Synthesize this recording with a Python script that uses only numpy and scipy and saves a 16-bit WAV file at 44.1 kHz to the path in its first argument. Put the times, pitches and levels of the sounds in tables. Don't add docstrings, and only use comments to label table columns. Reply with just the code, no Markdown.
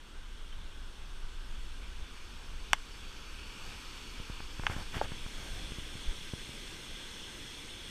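import sys
import numpy as np
from scipy import signal
from scipy.fft import rfft, irfft, next_fast_len
from scipy.io import wavfile
from scipy.ndimage import uniform_filter1d, map_coordinates

SR = 44100
rng = np.random.default_rng(int(sys.argv[2]) if len(sys.argv) > 2 else 0)


def master(y):
    cut = np.clip(np.atleast_2d(y).T, -1, 1)
    pcm = np.round(cut * 32767)
    wavfile.write(sys.argv[1], SR, pcm.astype(np.int16))


N = 348390

# frequency in Hz, relative spectral density in dB.
WATER_SPECTRUM = [(40, 5), (100, 0), (170, -2), (330, -2.5), (800, -12), (1500, -9.5), (3200, -4),
                  (6000, -15.5), (9000, -18), (13000, -26), (15300, -34.5)]
# centre in Hz, width in Hz,
# then gain in dB on the walkway, at the railing and facing the fall.
PORT_COLOURS = [(670, 79, -0.5, -5.5, -2), (894, 134, 5.5, 6, 0.5), (1320, 263, 8, 8.5, -5),
                (1570, 64, 5.5, -0.5, 10.5), (2050, 120, 1, -4.5, 5), (2370, 256, -0.6, 6.5, -2),
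                (2905, 124, 1.5, 4.5, 0), (3410, 162, 5, 3, 9), (4236, 37, -2, -0.5, 8),
                (4560, 170, 3, 10, -5.5), (4760, 160, -5, -2.5, -7), (5330, 230, 3, 8, 5),
                (6240, 400, 4, 7, 6), (7650, 230, -2, 1, -8), (8250, 720, 4.5, 4, 8.5),
                (11900, 225, -0.9, 5.5, -1)]
# time in seconds, place (0 walkway, 1 railing, 2 facing the fall),
# open view of the water from 0 to 1.
CAMERA_PATH = [(0, .07, 0.031), (1.5, .2, 0.28), (2.7, 0.64, .42), (3.4, 0.72, 0.57), (3.75, 1.1, 0.74),
               (4.5, 1.17, 0.7), (5.5, 1.63, 1), (7.9, 1.74, 1)]
# frequency in Hz, relative spectral density in dB.
EDDY_SPECTRUM = [(5, -46), (12, -0.5), (25, -2), (40, -12), (60, -13.5), (100, -34), (200, -39), (500, -83),
                 (1000, -120)]
# time in seconds, level in dB.
BREEZE_LEVELS = [(0, -53), (.3, -42), (.95, -43.5), (1.6, -37), (2.22, -45.5), (2.7, -42.5), (3.4, -47.5),
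                 (3.9, -49), (4.15, -44), (4.8, -39.5), (5.6, -41.5), (6.6, -50), (7.9, -53.5)]
# time of the peak in seconds, level in dB.
AIR_PUFFS = [(.17, -46), (.6, -31.5), (2.02, -37), (2.53, -33), (6.09, -31.5)]
# frequency in Hz, bandwidth in Hz, gain in dB.
CASE_MODES = [(537, 39, -22), (820, 235, 3), (1090, 153, 4.5), (1575, 440, 5), (1865, 14, -16),
              (2120, 67, -2.5), (3000, 320, 3), (3464, 135, 0), (4590, 83, -8), (5600, 470, -6.5),
              (8180, 310, -9.5), (8760, 290, -13), (12000, 390, -25), (14500, 830, -37)]
# start in seconds, peak level in dB, upper and lower edges of the
# force spectrum in Hz, rattle of the mount in dB relative to the blow.
HARD_CLICKS = [(0.528, -45, 4970, 600, -24), (2.7322, -5.5, 12000, 646, -38.5),
               (4.667, -12.5, 4030, 785, -34.5), (5.0133, -16.5, 635, 323, -31)]
# start in seconds, length in seconds, scrape level in dB,
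# upper edge of the force spectrum in Hz.
FINGER_STROKES = [(1.428, 0.1, -76, 2500), (3.576, 0.21, -58, 1840), (4.616, 0.095, -56, 1700),
                  (4.687, 0.066, -43, 2500), (4.731, 0.12, -49, 1700), (4.926, 0.076, -40, 4300),
                  (5.01, 0.055, -46, 1500), (5.249, 0.5, -57, 1800)]
# frequency in Hz, relative spectral density in dB.
SKIN_SPECTRUM = [(500, -30), (2000, 2), (4500, 1.5), (8000, -1), (12000, -8), (15000, -16)]
# frequency in Hz, relative spectral density in dB.
SHUDDER_SPECTRUM = [(20, -9), (80, 1), (130, -9.5), (300, -17.5), (700, -19), (2000, -70)]
# start in seconds, push peak in dB, tick peak in dB.
FINGER_PRESSES = [(4.2, -32.5, -52), (4.299, -31, -44), (4.4034, -37.5, -34.5), (4.5957, -29, -34.5),
                  (4.635, -40, -32), (4.698, -27.5, -31), (4.7646, -28.5, -39), (4.968, -27, -37),
                  (5.119, -30, -39), (5.263, -34, -38), (5.72, -33, -43), (5.785, -32, -54),
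                  (5.954, -33, -54), (6.336, -26, -43), (6.493, -35, -51)]


def amp(db):
    return 10 ** (np.asarray(db) / 20)


def unit(x):
    return x / np.sqrt(np.mean(x ** 2) + 1e-20)


def curves(rows):
    times, *columns = np.transpose(rows)
    return [np.interp(np.arange(N) / SR, times, column) for column in columns]


def wobble(rate):
    return map_coordinates(rng.standard_normal(int(N * rate / SR) + 4), [np.arange(N) * rate / SR])


def filtered(x, response):
    size = next_fast_len(len(x) + SR // 4)
    return irfft(rfft(x, size) * response(np.fft.rfftfreq(size, 1 / SR)), size)[:len(x)]


def shaped(x, spectrum):
    points_hz, db = np.transpose(spectrum)
    return filtered(x, lambda hz: amp(np.interp(np.log(hz + 1), np.log(points_hz + 1), db)))


def add(track, start, sound):
    part = track[round(start * SR):][:len(sound)]
    part += sound[:len(part)]


def churn(depth_db):
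    spectrogram = signal.stft(rng.standard_normal(N), nperseg=512)[2]
    patches = uniform_filter1d(rng.standard_normal(spectrogram.shape), size=6, axis=0)
    patches = uniform_filter1d(patches, size=12, axis=1)
    return unit(signal.istft(spectrogram * amp(depth_db * unit(patches)), nperseg=512)[1][:N])


def through_port(x):
    place, _ = curves(CAMERA_PATH)
    heard = np.zeros(N)
    for k in range(3):
        colour = lambda hz: amp(sum(db[k] * np.exp(-.5 * ((hz - centre) / width) ** 2)
                                    for centre, width, *db in PORT_COLOURS))
        nearness = np.maximum(1 - abs(place - k), 0)
        heard += nearness * filtered(x, colour)
    return heard


def waterfall(pool_hz=650, spray_hz=5000):
    _, view = curves(CAMERA_PATH)
    shadow = 1 - view
    water = through_port(shaped(churn(depth_db=1.0), WATER_SPECTRUM))
    below = lambda hz, edge_hz: 1 / (1 + (hz / edge_hz) ** 8)
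    pool = unit(filtered(water, lambda hz: below(hz, pool_hz)))
    chute = unit(filtered(water, lambda hz: below(hz, spray_hz) - below(hz, pool_hz)))
    spray = unit(filtered(water, lambda hz: 1 - below(hz, spray_hz)))
    return (pool * amp(-52 - 7.5 * shadow + 0.29 * wobble(rate=9))
            + chute * amp(-48.5 - 9 * shadow + 0.23 * wobble(rate=24))
            + spray * amp(-57 - 10 * shadow + 0.22 * wobble(rate=4.9)))


def wind(flutter_db=1.6, puff_sigma_s=0.021):
    t = np.arange(N) / SR
    breeze_db, = curves(BREEZE_LEVELS)
    puffs = sum(amp(db) * np.exp(-.5 * ((t - peak_s) / puff_sigma_s) ** 2) for peak_s, db in AIR_PUFFS)
    eddies = shaped(rng.standard_normal(N), EDDY_SPECTRUM)
    running_rms = np.sqrt(abs(uniform_filter1d(eddies ** 2, size=SR // 5)))
    breeze = amp(breeze_db + flutter_db * wobble(rate=11))
    return np.hypot(breeze, puffs) * eddies / running_rms


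def squeak(start_s=0.521, length_s=0.015, start_hz=3020, end_hz=3170, db=-47.5):
    track = np.zeros(N)
    progress = np.linspace(0, 1, round(length_s * SR))
    phase = 2 * np.pi * np.cumsum(start_hz + (end_hz - start_hz) * progress) / SR
    add(track, start_s, amp(db) * np.sin(np.pi * progress) * np.sin(phase))
    return track


def case_ring(force, upper_hz):
    modes = lambda hz: sum((-1) ** k * amp(db) * 1j * hz * width
                           / (centre ** 2 - hz ** 2 + 1j * hz * width)
                           for k, (centre, width, db) in enumerate(CASE_MODES))
    contact = signal.butter(3, upper_hz, fs=SR, output="sos")
    return filtered(signal.sosfilt(contact, force), modes)


def tap(upper_hz, lower_hz, rattle_db, rattle_t60=0.056):
    t = np.arange(SR // 10) / SR
    rattle = amp(rattle_db - 60 * t / rattle_t60) * rng.standard_normal(len(t))
    force = (t == 0) + rattle
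    stiffness = signal.butter(4, lower_hz, "highpass", fs=SR, output="sos")
    ring = case_ring(signal.sosfilt(stiffness, force), upper_hz)
    return ring / abs(ring).max()


def push(length_s):
    u = 2 * np.arange(SR // 20) / SR / length_s
    swing = u * (1 - u / 2) * np.exp(-u)
    return -swing / swing.max()


def clicks(flex_s=0.0023, flex_db=-28.5):
    track = np.zeros(N)
    for start, db, upper_hz, lower_hz, rattle_db in HARD_CLICKS:
        add(track, start, amp(db) * tap(upper_hz, lower_hz, rattle_db))
        add(track, start, amp(db + flex_db) * push(flex_s))
    return track


def rubs(grit=0.77, jerk_db=2.0, light_scrape_db=-56):
    track = np.zeros(N)
    for start, length, db, upper_hz in FINGER_STROKES:
        n = round(length * SR)
        slips, sizes, drag, texture = rng.standard_normal((4, SR))[:, :n]
        scrape = amp(db) * unit(case_ring(slips * np.exp(grit * sizes), upper_hz))
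        firmness_db = db - light_scrape_db
        shudder = amp(-49 + 0.67 * firmness_db) * unit(shaped(drag, SHUDDER_SPECTRUM))
        hiss = amp(-61.5 + 0.58 * firmness_db) * unit(shaped(texture, SKIN_SPECTRUM))
        jerks = unit(amp(jerk_db * wobble(rate=170)[:n]))
        stroke = np.sin(np.linspace(0, np.pi, n))
        add(track, start, stroke * (jerks * (scrape + shudder) + hiss))
    return track


def bumps(push_s=0.0031):
    track = np.zeros(N)
    for start, push_db, tick_db in FINGER_PRESSES:
        add(track, start, amp(push_db) * push(push_s))
        add(track, start, amp(tick_db) * tap(upper_hz=1360, lower_hz=360, rattle_db=-38))
    return track


def scene():
    return (waterfall() + wind() + squeak() + clicks() + rubs() + bumps())[None]


def record(dry):
    cutoff_hz, transition_hz = 15400, 200
    low_pass = lambda hz: np.clip((cutoff_hz - hz) / transition_hz + .5, 0, 1)
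    return np.array([filtered(channel, low_pass) for channel in dry])


dry = scene()
out = record(dry)
master(out)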